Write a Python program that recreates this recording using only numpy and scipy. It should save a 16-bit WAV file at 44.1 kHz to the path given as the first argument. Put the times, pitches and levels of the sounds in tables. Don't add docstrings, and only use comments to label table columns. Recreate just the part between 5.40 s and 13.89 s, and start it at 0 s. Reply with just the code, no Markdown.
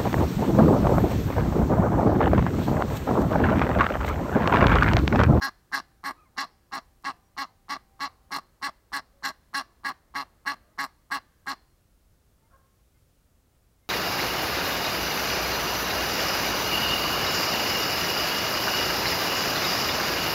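import sys
import numpy as np
from scipy import signal
from scipy.fft import rfft, irfft, next_fast_len
from scipy.io import wavfile
from scipy.ndimage import uniform_filter1d, map_coordinates

SR = 44100
rng = np.random.default_rng(int(sys.argv[2]) if len(sys.argv) > 2 else 0)


def transcribe(u):
    v = np.clip(np.atleast_2d(u).T, -1, 1)
    q = np.round(v * 32767).astype(np.int16)
    wavfile.write(sys.argv[1], SR, q)


def elevation(decibels):
    levels = np.asarray(decibels, float)
    return 10 ** (levels / 20)


N = 374409

# frequency in Hz, level in dB per Hz.
AIR = [(12, -43), (20, -7.5), (58, -3), (399, -25), (558, -25.5), (1030, -42.5), (1260, -32.5),
       (1610, -35.5), (16000, -38)]
AIR_DB = -63.5
# frequency in Hz, level in dB per Hz.
TRAFFIC = [(100, -10), (250, -2.5), (600, -3.5), (1200, -7), (2200, -18), (4000, -38.5)]
# time in seconds, level in dB.
TRAFFIC_SWELL = [(0.0, -102), (0.16, -73), (0.68, -75.5), (0.87, -68.5), (1.09, -73), (2.41, -71.5),
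                 (2.81, -69.5), (3.31, -70), (5.37, -67.5), (5.53, -73.5), (7.02, -75.5), (8.49, -72)]
# pitch in Hz, level points of time in seconds and level in dB.
MOTOR = [
    (784, [(0, -82), (2.9, -72), (3.3, -98.5)]),
    (347, [(0, -77), (1.9, -78.5), (2.3, -87.5)]),
]

# start in seconds, end in seconds, locked pitch in Hz, unsteadiness 0-1,
# strong-weak alternation in the middle 0-1.
HONKS = [(.0065, .0984, 271, .25, .15), (.3165, .4075, 274, .3, .4), (.6335, .723, 275, .3, .1),
         (.965, 1.0561, 273, .35, 0), (1.3138, 1.3997, 273, .55, .2), (1.6375, 1.7245, 273, .3, .15),
         (1.9664, 2.0559, 274, .2, .1), (2.2835, 2.3716, 282, .45, 0), (2.5936, 2.6838, 279, .25, 0),
         (2.9071, 2.9998, 278, .4, .25), (3.2147, 3.3005, 279, .35, 0), (3.5192, 3.6074, 278, .25, .35),
         (3.8246, 3.9183, 270, .45, .3), (4.1322, 4.2254, 275, .15, .1), (4.435, 4.5249, 273, .5, .15),
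         (4.74, 4.8388, 279, .15, .45), (5.0523, 5.1479, 280, .15, .2), (5.3766, 5.4693, 277, .1, .45),
         (5.7031, 5.7938, 278, .12, .2), (6.0595, 6.1465, 273, .25, .1)]
# beak opening in dB, rasp in dB, hiss in dB,
# lean of the beak modes and of the throat modes to the high side in dB per octave.
POSE = [(4, 3.5, 0.5, -14.5, 0.5), (3.5, 3, 0.4, -10.5, -0.5), (0.5, -2.5, -2, 0, -2),
        (-0.2, 2, -2, -0.5, -2), (-2, -0.3, -4.5, 0, -1.5), (-3, -1, -4.5, 1, -4.5),
        (-2, 0.6, -4.5, 4.5, -2), (-2.5, 0.8, -3, 4.5, -1.5), (-1.8, 1.3, -3.3, 5, -3),
        (-4, 0.3, -0.3, 4.5, -0.5), (0.2, 1, -0.3, 0, -3), (3, 2.5, 3, -6, -2), (1.5, 2.5, 2, -8.5, -1.2),
        (2, 2, 2, -8, -2.5), (1.2, -1, -2, -3.5, -3.5), (-1.1, -0.9, -2, 3, -3), (1, -0.2, -1.5, -3.5, -4),
        (1, -0.1, 3, -1, -2), (0.9, .1, 0.7, -4.5, -4), (-0.7, -0.5, -1, -3, -3.5)]
# seconds after the start, share of the locked pitch.
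ONSET = [(0, .6), (.011, .67), (.017, .95), (.027, 1.005)]
# seconds before the end, pitch drop as a share.
OFFSET = [(.06, -.012), (.04, -.008), (.028, .04), (0, .27)]
# share of the honk gone by,
# then beak, rasp and hiss over the windpipe in dB.
GAPE = [(0, -6, -15.5, -28), (.15, 8, -5.5, -18), (.4, 2, -6, -15.5), (.75, -7, -10.5, -24.5),
        (1, -9, -18, -27.5)]
# seconds before the end, share shut.
CLOSING = [(0.054, 0), (.005, 1)]
# centre in Hz, width in Hz, level in dB.
WINDPIPE = [(171, 37, -7.5), (324, 150, -9.5), (696, 71, -18.5), (751.6, 120, -3), (1153, 134, 6)]
BEAK = [(1611, 227, 2), (2097, 304, 0.5)]
THROAT = [(2744, 232, -3), (3400, 250, -4), (4157, 357, 1), (4898, 340, -0.5), (5512, 435, -1),
          (6910, 450, -8.5)]
NOSTRILS = [(7501, 700, -0.5), (9070, 1200, 0), (10630, 840, -0.5), (11870, 900, -1), (13340, 1400, -2),
            (15360, 1500, -5.5)]
# centre in Hz, width in Hz, depth in dB.
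AIR_SACS = [(490, 170, -14), (1400, 120, -5), (2480, 200, -5)]
SINKING_HZ = (500, 1000)
# windpipe, beak, throat and nostrils in dB.
FLUTTER_DB = (.8, 2, 2, 3)

LOUD_DB, ATTACK_S, ATTACK_DB, SWELL_S, SWELL_DB = -31, 0.013, 17, .048, 3.5
RELEASE_S, RELEASE_DB, FADE_S, FADE_DB = .03, 3.5, 0.0091, 16.5
LAST_TWIN, TWIN_GROWS = .33, .6
THROAT_SHIFT, SHUT_LEAN_DB = 1.0036, 2
NOSTRIL_SPREAD, NOSTRIL_DB = .015, 1.2
FACING, FACING_HZ = .5, 10900
ROUGH_LOSS_DB = 2.5

# frequency in Hz, time to fall 60 dB in seconds.
BANK_DECAY = [(300, 0.6), (1200, 0.25), (4500, 0.31), (9000, 0.14)]
STIR_S = .004

# start in seconds, length in seconds, first pitch in Hz, last pitch in Hz,
# level in dB, brightness in dB per overtone.
FAR_CALLS = [
    (3.73, .12, 560, 550, -70, -12),
    (5.2, .14, 560, 640, -74, -4),
    (7.01, .08, 870, 930, -75, -14),
    (7.105, .04, 700, 710, -74, -1),
    (7.035, .035, 2110, 2110, -80, -30),
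    (7.54, .05, 2110, 2110, -79, -30),
    (7.54, .04, 1500, 1500, -80, -30),
    (8.42, .05, 2110, 2110, -79, -30),
    (1.83, .07, 5700, 5700, -81, -30),
]
TRILLS = [
    (.765, .085, 1290, 1200, -61, -13),
    (.845, .04, 1220, 950, -68, -4),
]
# start in seconds, length in seconds, pitch in Hz, list of overtones in dB, level in dB.
REPLY = (7.127, .045, 537, [-7, 0, -10, -30, -32], -60)
# delay in seconds, level in dB.
SHORES = [(.055, -9), (.098, -10), (.14, -17), (.18, -19), (.26, -20)]
# time in seconds, level in dB.
RATTLE = [
    (7.0, -82),
    (7.09, -78),
    (7.12, -67),
    (7.2, -73),
    (7.32, -88),
]

# time in seconds, level in dB.
TICK = (1.626, -50)
TOP_HZ = 15850


def unit(x):
    return x / np.sqrt(np.mean(x ** 2) + 1e-20)


def along(points, hz):
    f, v = np.transpose(points)
    return np.interp(np.log(hz + 1), np.log(f + 1), v)


def over(points, t):
    s, v = np.transpose(sorted(points))
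    return np.interp(t, s, v)


def wobble(rate):
    knots = rng.standard_normal(int(N * rate / SR) + 4)
    return map_coordinates(knots, [np.arange(N) * rate / SR])


def filtered(x, response):
    m = next_fast_len(len(x) + SR // 10)
    return irfft(rfft(x, m) * response(np.fft.rfftfreq(m, 1 / SR)), m)[:len(x)]


def noise(spectrum):
    return unit(filtered(rng.standard_normal(N), lambda hz: elevation(along(spectrum, hz))))


def background():
    t = np.arange(N) / SR
    hum = np.zeros(N)
    for hz, level in MOTOR:
        strength = elevation(over(level, t) + 2.8 * wobble(13))
        hum += strength * np.sin(2 * np.pi * hz * t + 0.29 * wobble(23))
    traffic = elevation(over(TRAFFIC_SWELL, t) - 3.0 + 0.86 * wobble(2.7)) * noise(TRAFFIC)
    air = elevation(AIR_DB + .4 * wobble(3.5)) * noise(AIR)
    return air + traffic + hum


def resonate(x, modes, shift=1, lean_db=0, order=1):
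    c, w, db = np.transpose(modes)[:, :, None]
    w = np.maximum(w, c / 24)
    sign = (-1.) ** np.arange(len(c))[:, None]
    gain = sign * elevation(db + lean_db * np.log2(c / c[0]))

    def response(f):
        ring = gain * 1j * f * w / ((shift * c) ** 2 - f * f + 1j * f * w)
        r = np.sum(ring, axis=0) ** order
        return r / np.sqrt(np.mean(np.abs(r) ** 2))
    return filtered(x, response)


def notched(x, dips):
    def dip(f, c, w, db):
        return (c * c - f * f + 1j * f * w * elevation(db)) / (c * c - f * f + 1j * f * w)
    return filtered(x, lambda f: np.prod([dip(f, *row) for row in dips], axis=0))


def slaps(honk, jitter=.045, scatter_db=3.5, limp=.12):
    start, end, hz, rough, middle = honk
    last = LAST_TWIN + TWIN_GROWS * middle
    t = np.arange(start, end - .005, 1 / SR)
    drop = over(OFFSET, end - t) * (1 - .8 * last)
    rate = hz * over(ONSET, t - start) * (1 - drop)
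    cycle = np.cumsum(rate) / SR
    k = np.arange(int(cycle[-1]) + 1)
    at = np.interp(k, cycle, t)
    period = 1 / np.interp(at, t, rate)
    luck = rng.standard_normal((40, 2))[:len(k)]
    twin = np.interp(at, [start + .02, start + .035, end - .04, end - .022], [0, middle, middle, last])
    loose = rough + np.interp(at, [start + .012, start + .025, end - .04, end - .02], [.3, 0, 0, .3])
    odd = (-1.) ** (k - k[-1])
    stray = jitter * loose * luck[:, 0] * (k > 0)
    at = at + period * (stray + limp * twin * (odd - 1) / 2)
    size = (1 + twin * odd) / np.sqrt(1 + twin ** 2) * elevation(scatter_db * loose * luck[:, 1])
    return at, size * np.sqrt(period * SR), loose


def cavity_levels(honk, pose, at):
    start, end = honk[:2]
    rise = over([(0, -ATTACK_DB), (ATTACK_S, -SWELL_DB), (SWELL_S, 0)], at - start)
    release = [(0, -FADE_DB), (FADE_S, -RELEASE_DB - FADE_DB / 3),
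               (RELEASE_S, -RELEASE_DB / 3), (2 * RELEASE_S, 0)]
    fall = over(release, end - at)
    share, *colours = np.transpose(GAPE)
    gone_by = (at - start) / (end - start)
    lift = [np.interp(gone_by, share, c) + db for c, db in zip(colours, pose)]
    pipe = 0 * at - ROUGH_LOSS_DB * honk[3]
    drift = uniform_filter1d(rng.standard_normal((40, 4)), size=3, axis=0)
    flutter = unit(drift)[:len(at)] * FLUTTER_DB
    return LOUD_DB + rise + fall + np.array([pipe] + lift) + flutter.T


def turned_nostrils(hiss_db):
    modes = []
    for (c, w, db), (a, b) in zip(NOSTRILS, rng.standard_normal((len(NOSTRILS), 2))):
        facing_db = FACING * hiss_db * np.exp(-(c / FACING_HZ - 1) ** 2 * 60)
        modes.append((c * (1 + NOSTRIL_SPREAD * a), w, db + NOSTRIL_DB * b + facing_db))
    return modes


def honk_sound(honk, pose, breath=.48, murk=.36, puff_s=.003, lag_s=.0018, shut=.86):
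    at, size, loose = slaps(honk)
    nostrils = turned_nostrils(pose[2])
    n = SR // 6
    t = honk[0] + (np.arange(n) - 8) / SR
    spot = (at - t[0]) * SR
    index = spot.astype(int)[:, None] - 7 + np.arange(16)
    kernel = np.sinc(index - spot[:, None]) * np.hanning(18)[1:-1]
    puff = np.exp(-np.arange(SR // 100) / SR / puff_s)
    puff = puff / np.linalg.norm(puff)
    murky = np.clip(murk * np.interp(t, at, loose), 0, .9)
    airy = min(breath, .99)
    closing = over(CLOSING, honk[1] - t)
    cavities = [(murky, WINDPIPE, 1, 0, 0, 1),
                (murky, BEAK, 1, pose[3], SHUT_LEAN_DB, 2),
                (airy, THROAT, THROAT_SHIFT, pose[4], 0, 2),
                (airy, nostrils, 1, 0, 0, 2)]
    parts = []
    for db, (mix, modes, shift, lean, shut_lean, passes) in zip(cavity_levels(honk, pose, at), cavities):
        strength = size * elevation(db)
        strength[0] *= elevation(-12 * (passes - 1))
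        train = np.bincount(index.ravel(), (kernel * strength[:, None]).ravel(), n)
        gust = signal.fftconvolve(np.abs(train), puff)[:n] * rng.standard_normal(n)
        drive = np.sqrt(1 - mix ** 2) * train + mix * gust
        sunk = [(c * shut ** (SINKING_HZ[0] < c < SINKING_HZ[1]), *rest) for c, *rest in modes]
        gaping = resonate((1 - closing) * drive, modes, shift, lean, order=passes)
        shutting = resonate(closing * drive, sunk, shift, lean + shut_lean, order=passes)
        parts.append(gaping + shutting)
    pipe, beak, rasp, hiss = parts
    late_beak = filtered(beak, lambda hz: np.exp(-2j * np.pi * hz * lag_s))
    body = notched(elevation(2.0) * pipe + elevation(-1.0) * late_beak, AIR_SACS)
    body = filtered(body, lambda hz: 1 / (1 + 1j * hz / 2600) ** 2)
    return body + elevation(-2.0) * rasp + elevation(-2.5) * hiss


def goose():
    out = np.zeros(N)
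    for honk, pose in zip(HONKS, POSE):
        sound = honk_sound(honk, pose)
        out[round(honk[0] * SR) - 8:][:len(sound)] += sound
    return out


def echo(x, t60, seconds=.6):
    hz, t, z = signal.stft(rng.standard_normal(int(seconds * SR)), SR, nperseg=256)
    tail = signal.istft(z * elevation(-60 * t / along(t60, hz)[:, None]), SR, nperseg=256)[1]
    return signal.fftconvolve(x, tail / np.linalg.norm(tail))


def banks(x, delay_s=.012, far_s=0.093, far_db=-14, far_t60=1.5):
    out = np.zeros(N + 2 * SR)
    for start, end, *_ in HONKS:
        first = int(start * SR)
        call = x[first:int((end + .02) * SR)]
        call = call * unit(uniform_filter1d(rng.standard_normal(len(call)), size=int(STIR_S * SR)))
        back = echo(call, BANK_DECAY)
        shore = elevation(far_db) * echo(call, [(1000, far_t60), (5000, 0.99 * far_t60)], seconds=.9)
        out[first + int(delay_s * SR):][:len(back)] += back
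        out[first + int(far_s * SR):][:len(shore)] += shore
    return out[:N]


def far_calls():
    out = np.zeros(N + SR)
    for calls, trill in ((FAR_CALLS, 0), (TRILLS, .035)):
        for s, length, hz0, hz1, db, tilt_db in calls:
            t = np.arange(int(length * SR)) / SR
            hz = np.linspace(hz0, hz1, len(t)) * (1 + trill * np.cos(2 * np.pi * 30 * t))
            turn = 2 * np.pi * np.cumsum(hz) / SR
            call = sum(elevation(tilt_db * k) * np.sin((k + 1) * turn) for k in range(2))
            out[int(s * SR):][:len(t)] += elevation(db + 3) * call * np.sqrt(np.sin(np.pi * t / length))
    return out[:N]


def far_goose():
    out = np.zeros(N + SR)
    s, length, hz, overtones_db, db = REPLY
    t = np.arange(int(length * SR)) / SR
    hoarse = 1 + .25 * unit(uniform_filter1d(rng.standard_normal(len(t)), size=60))
    voice = sum(elevation(v) * np.sin(2 * np.pi * hz * (k + 1) * t) for k, v in enumerate(overtones_db))
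    call = elevation(db + 3) * hoarse * voice * np.sqrt(np.sin(np.pi * t / length))
    for delay, echo_db in [(0.0013, 0.0055)] + SHORES:
        out[int((s + delay) * SR):][:len(t)] += elevation(echo_db) * call
    rattle = noise([(300, -27.5), (550, -3.5), (1400, 1.5), (1750, -7.5), (2300, -23.5)])
    level = over([(0, -140)] + RATTLE + [(7.6, -140)], np.arange(N) / SR)
    return out[:N] + elevation(level) * rattle


def beak_tick():
    burst, t = np.zeros(N), np.arange(300) / SR
    burst[int(TICK[0] * SR):][:300] = elevation(TICK[1] - 60 * t / .006) * rng.standard_normal(300)
    return filtered(burst, lambda hz: (1j * hz / 5000 / (1 + 1j * hz / 5000)) ** 3)


def scene():
    bird = goose()
    near = bird + elevation(-26.5) * banks(bird) + beak_tick()
    return (near + far_calls() + far_goose() + background())[None]


def low_pass(x):
    return signal.sosfilt(signal.butter(12, 16400, fs=SR, output="sos"), x)


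def record(dry):
    mix = filtered(dry[0], lambda hz: hz < TOP_HZ)[None]
    return low_pass(mix)


dry = scene()
out = record(dry)
transcribe(out)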